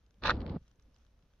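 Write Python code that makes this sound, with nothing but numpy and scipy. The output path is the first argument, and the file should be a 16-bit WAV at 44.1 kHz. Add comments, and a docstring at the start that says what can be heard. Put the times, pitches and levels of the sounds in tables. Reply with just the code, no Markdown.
"""Outdoors, over a low rumble, a crinkled foil sheet stirs close to the microphone. At 0.21 s it is
ripped by hand: a tenth of a second of tiny fractures ends in a few hard snaps as the last strip parts.
Air buffets the microphone until 0.6 s while the hands fly apart, with low handling thumps.
Then the loose pieces tick, ring and rustle faintly."""
import sys
import numpy as np
from scipy import signal
from scipy.fft import rfft, irfft, next_fast_len
from scipy.io import wavfile

SR = 44100
rng = np.random.default_rng(int(sys.argv[2]) if len(sys.argv) > 2 else 0)


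def bounce(signal):
    """Save signal as a 16-bit WAV file at the path given by the first command-line argument."""
    frames = np.transpose(np.atleast_2d(signal))
    limited = np.clip(frames, -1, 1)
    pcm = np.round(limited * 32767).astype(np.int16)
    wavfile.write(sys.argv[1], SR, pcm)


N = 61739

# resonances of the sheet's body: freq_hz, gain_db
BODY_COLOUR = [(120, -18), (350, -13), (500, -2), (680, -5.5), (900, 1), (1450, -2.5), (1850, -2.5),
               (2150, -24), (2600, -11), (3200, -20.5), (6000, -47.5), (10000, -100)]
# resonances of its bright edge: freq_hz, gain_db
EDGE_COLOUR = [(1500, -23), (2400, -2), (3150, -8.5), (3700, 1), (4250, 1), (4900, -13), (5900, -16.5),
               (6600, -28.5), (8200, -49.5), (9000, -58), (14000, -59)]
BODY_WIDTH, EDGE_WIDTH, LOOSE_WIDTH = .38, .68, .62  # side / mid
EDGE_PAN_DB = -3.5


def amp(db):
    """Decibels to gain."""
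    return 10 ** (np.asarray(db) / 20)


def unit(x):
    """Scale to rms 1."""
    return x / np.sqrt(np.mean(x ** 2) + 1e-20)


def along(points, hz):
    """Read (freq_hz, value) points on a log axis."""
    freq_hz, values = np.transpose(points)
    return np.interp(np.log(hz + 1), np.log(freq_hz + 1), values)


def curves(rows):
    """One value per sample for each column after time_s."""
    time_s, *columns = np.transpose(rows)
    return [np.interp(np.arange(N) / SR, time_s, column) for column in columns]


def filtered(x, response):
    """Apply a frequency response."""
    size = next_fast_len(N + SR // 2)
    hz = np.fft.rfftfreq(size, 1 / SR)
    return irfft(rfft(x, size) * response(hz), size)[..., :N]


def ring(x, colour, size=2048):
    """Minimum-phase filter with a (freq_hz, gain_db) colour."""
    gain = amp(along(colour, np.fft.rfftfreq(size, 1 / SR)))
    cepstrum = irfft(np.log(gain))
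    cepstrum[1:size // 2] *= 2
    cepstrum[size // 2 + 1:] = 0
    impulse = irfft(np.exp(rfft(cepstrum)))
    return signal.fftconvolve(x, impulse[None], axes=1)[:, :x.shape[1]]


def pan(db):
    """Stereo gains; positive is left."""
    return amp([[db / 2], [-db / 2]])


def lead(x, lead_s):
    """Left channel arrives lead_s before the right."""
    return filtered(x, lambda hz: np.exp(1j * np.pi * hz * lead_s * np.array([[1], [-1]])))


def spread(mid_side, width):
    """Mid and side to left and right."""
    mid, side = mid_side
    return np.array([mid + width * side, mid - width * side])


def add(out, start_s, x):
    """Mix x into out at start_s."""
    part = out[:, round(start_s * SR):][:, :x.shape[1]]
    part += x[:, :part.shape[1]]


def air(colour, correlation):
    """Stereo noise, rms 1, with left-right correlation set per frequency."""
    def response(hz):
        angle = np.arccos(np.clip(along(correlation, hz), -1, 1)) / 2
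        return amp(along(colour, hz)) * [np.cos(angle), np.sin(angle)]
    mid_side = filtered(rng.standard_normal((2, N)), response)
    return unit(spread(mid_side, width=1))


def crackle(colour, width, rate_per_s, spread_db):
    """Tiny uneven clicks, each from its own direction, ring the foil; rms 1."""
    size_db = spread_db * np.minimum(rng.exponential(size=N), 4)
    polarity = rng.choice([-1, 1], N)
    clicks = amp(size_db) * polarity * (rng.random(N) < rate_per_s / SR)
    side = clicks * rng.standard_normal(N)
    return unit(ring(spread([clicks, side], width), colour))


def pop(colour, width, t60_s):
    """Short burst of foil noise, peak about 1."""
    t = np.arange(SR // 16) / SR
    decay = amp(-60 * t / t60_s)
    noise = spread(rng.standard_normal((2, len(t))), width)
    burst = ring(noise * decay, colour)
    onset_rms = np.sqrt(np.sum(burst.mean(0) ** 2) / np.sum(decay ** 2))
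    return burst / (2 * onset_rms)


def outdoors():
    """Quiet low rumble with a trace of hiss."""
    # background spectrum: freq_hz, gain_db
    colour = [(15, -6.5), (35, 1.5), (58, 4), (85, -7), (160, -12.5), (250, -16), (350, -21.5), (520, -19),
              (750, -27), (1400, -34), (2200, -33), (4400, -40), (6000, -39.5), (7200, -47.5),
              (9000, -42.5), (12500, -45), (14300, -58)]
    # background envelope: time_s, level_db
    levels = [(0, -69.5), (.17, -66.5), (.7, -66.5), (.85, -65), (1.4, -68)]
    # left-right likeness: freq_hz, correlation
    correlation = [(60, .99), (300, .93), (600, .75), (2000, .45), (6000, .25), (7500, -.5), (9000, -.9),
                   (12500, -.1)]
    level_db, = curves(levels)
    return amp(level_db) * air(colour, correlation)


def buffet():
    """Moving air rumbles and rushes on the microphone."""
    # gust envelope: time_s, deep_db, rush_db
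    levels = [(.205, -81, -90), (.228, -47.5, -46.5), (.25, -42.5, -47.5), (.3, -36, -40.5),
              (.342, -41, -41.5), (.375, -44, -43), (.42, -38, -43), (.47, -44, -42.5), (.51, -42, -42.5),
              (.55, -42, -42.5), (.567, -44, -38.5), (.578, -42, -62.5), (.592, -65, -88.5),
              (.65, -64, -86), (.68, -82.5, -100)]
    # deep rumble spectrum: freq_hz, gain_db
    deep_colour = [(15, -14), (35, -6), (60, 1.5), (95, -1), (140, -7.5), (250, -20), (600, -90.5)]
    # rush spectrum: freq_hz, gain_db
    rush_colour = [(60, -22.5), (130, -5.5), (190, 0), (270, -0.5), (400, -8.5), (580, -10), (800, -17.5),
                   (1300, -24.5), (2200, -41), (5000, -81)]
    # left-right likeness: freq_hz, correlation
    correlation = [(30, .995), (100, .996), (350, .96), (700, .8), (1500, .6)]
    deep_db, rush_db = curves(levels)
    return amp(deep_db) * air(deep_colour, correlation) + amp(rush_db) * air(rush_colour, correlation)


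def handling_thumps():
    """Each thump is one low damped mode."""
    # thumps: start_s, pitch_hz, peak_db
    thumps = [(0.148, 55, -65), (0.181, 190, -62), (0.34, 63.7, -32.5), (0.396, 64.3, -32.5),
              (.561, 165.6, -31.5), (0.617, 57.7, -52), (0.789, 54.95, -56), (0.88, 256, -62.5),
              (1.232, 154, -64)]
    t60_s, attack_s = .044, .0027
    out, t = np.zeros((2, N)), np.arange(SR // 4) / SR
    envelope = amp(-60 * t / t60_s) * (1 - np.exp(-t / attack_s))
    for start_s, pitch_hz, peak_db in thumps:
        mode = np.sin(2 * np.pi * pitch_hz * t) * envelope
        add(out, start_s, amp(peak_db) * mode[None] / np.abs(mode).max())
    return out


def flap_tinks():
    """Small foil flaps shiver in a narrow band around their pitch."""
    # tinny rings: start_s, pitch_hz, peak_db
    tinks = [(0.68, 5700, -65), (.757, 6030, -72.5), (0.8231, 5800, -64.5), (0.944, 5020, -64),
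             (.984, 5660, -67.5)]
    skirt_db = -20.5
    out = np.zeros((2, N))
    for start_s, pitch_hz, peak_db in tinks:
        band = [(pitch_hz / 2, 2 * skirt_db), (pitch_hz * .88, skirt_db), (pitch_hz, 0),
                (pitch_hz * 1.2, skirt_db), (pitch_hz * 2, 2 * skirt_db)]
        add(out, start_s, amp(peak_db) * pop(band, LOOSE_WIDTH, t60_s=.019))
    return out


def loose_pieces():
    """The foil crinkles dully while swinging, brighter at rest in the hands; single creases pop."""
    # rustle envelope: time_s, level_db
    levels = [(0, -84), (.12, -90.5), (.21, -84), (.33, -57), (.385, -71.5), (.41, -63), (.445, -77),
              (.49, -63.5), (.565, -70.5), (.59, -84), (.685, -79.5), (.775, -94), (.81, -86), (.91, -85.5),
              (.965, -80), (1.02, -81.5), (1.13, -87.5), (1.4, -83.5)]
    # crease pops: start_s, peak_db, pan_db
    ticks = [(.064, -63, 0), (0.108, -60.5, 2), (0.142, -64.5, 1), (0.356, -51, 8.5), (.367, -51, -6),
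             (0.4048, -44.5, 2), (0.4167, -42, -0.5), (0.464, -40, 0), (0.478, -49, 6), (0.496, -43, 3),
             (.513, -73, 11), (0.5208, -66, -3), (.679, -63, -1), (.7135, -60, -1), (0.797, -59, 0.5),
             (0.9627, -57, -1.5), (1.0496, -60, 2), (1.0657, -61, -4), (1.1916, -65.5, 3),
             (1.225, -65.5, 0), (1.336, -62.5, 2)]
    # swinging foil spectrum: freq_hz, gain_db
    swing_colour = [(500, -10.5), (1400, 2.5), (2200, 1.5), (3200, 1), (4500, 1), (5400, -11),
                    (6300, -23.5), (8000, -38.5), (12000, -62)]
    # resting foil spectrum: freq_hz, gain_db
    rest_colour = [(500, -11), (1400, 7), (2200, -3.5), (3200, 3), (4400, -2.5), (6200, 0.5), (7200, -11),
                   (9000, -32), (12000, -48)]
    rip_start_s, settled_s = .214, .585
    swings = lambda time_s: (time_s > rip_start_s) & (time_s < settled_s)
    level_db, = curves(levels)
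    swinging = crackle(swing_colour, LOOSE_WIDTH, rate_per_s=3300, spread_db=2.8)
    resting = crackle(rest_colour, LOOSE_WIDTH, rate_per_s=3300, spread_db=2.8)
    out = amp(level_db) * np.where(swings(np.arange(N) / SR), swinging, resting)
    for start_s, peak_db, pan_db in ticks:
        colour = swing_colour if swings(start_s) else rest_colour
        add(out, start_s, amp(peak_db) * pan(pan_db) * pop(colour, LOOSE_WIDTH, t60_s=.011))
    return out


def snaps():
    """Tough folds give way: the taut sheet swings a few cycles, cracks and shivers briefly."""
    # breaking folds: start_s, body_db, edge_db, pitch_hz
    folds = [(.2366, -44, -28, 1400), (.2524, -28, -36, 1400), (.2555, -25.5, -42, 1300),
             (.2598, -28, -26, 1500), (.2722, -34, -22.5, 1400), (.2808, -26, -26, 1400),
             (.2954, -10.7, -21, 1350), (.2993, -21, -31, 1100), (.3051, -15.5, -23, 1480),
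             (.3132, -21.5, -38, 1450)]
    t60_s, attack_s, shiver_db = .0052, .0005, -13
    out, t = np.zeros((2, N)), np.arange(SR // 16) / SR
    envelope = amp(-60 * t / t60_s) * (1 - np.exp(-t / attack_s)) ** 2
    for start_s, body_db, edge_db, pitch_hz in folds:
        swing = -np.sin(2 * np.pi * pitch_hz * t) * envelope
        shiver = amp(shiver_db) * pop(BODY_COLOUR, BODY_WIDTH, t60_s=.028)
        body = (swing / np.abs(swing).max() + shiver) * pan(db=-1.5)
        edge = pop(EDGE_COLOUR, EDGE_WIDTH, t60_s=.012) * pan(EDGE_PAN_DB)
        add(out, start_s, amp(body_db) * body + amp(edge_db) * edge)
    return lead(out, lead_s=30e-6)


def rip():
    """Running tear: fractures ring the sheet's body and its bright edge."""
    # tear envelope: time_s, body_db, edge_db
    levels = [(.214, -88.5, -98.5), (.222, -56, -63), (.232, -50, -55), (.246, -38, -46), (.257, -30, -41),
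              (.263, -33, -34.5), (.268, -37, -40), (.274, -34, -40), (.287, -30.5, -42.5),
              (.298, -31, -39.5), (.308, -30, -38), (.317, -38, -51.5), (.326, -50, -63), (.338, -89, -96)]
    body_db, edge_db = curves(levels)
    body = crackle(BODY_COLOUR, BODY_WIDTH, rate_per_s=3100, spread_db=2.5)
    edge = crackle(EDGE_COLOUR, EDGE_WIDTH, rate_per_s=3100, spread_db=2.5)
    return amp(body_db) * body + amp(edge_db) * edge * pan(EDGE_PAN_DB)


def scene():
    """Foil, hands and moving air over the outdoor rumble."""
    foil = rip() + snaps() + loose_pieces() + flap_tinks()
    return lead(foil, lead_s=25e-6) + handling_thumps() + buffet() + outdoors()


def record(dry):
    """Brick-wall low-pass."""
    return filtered(dry, lambda hz: hz < 14300)


dry = scene()
out = record(dry)
bounce(out)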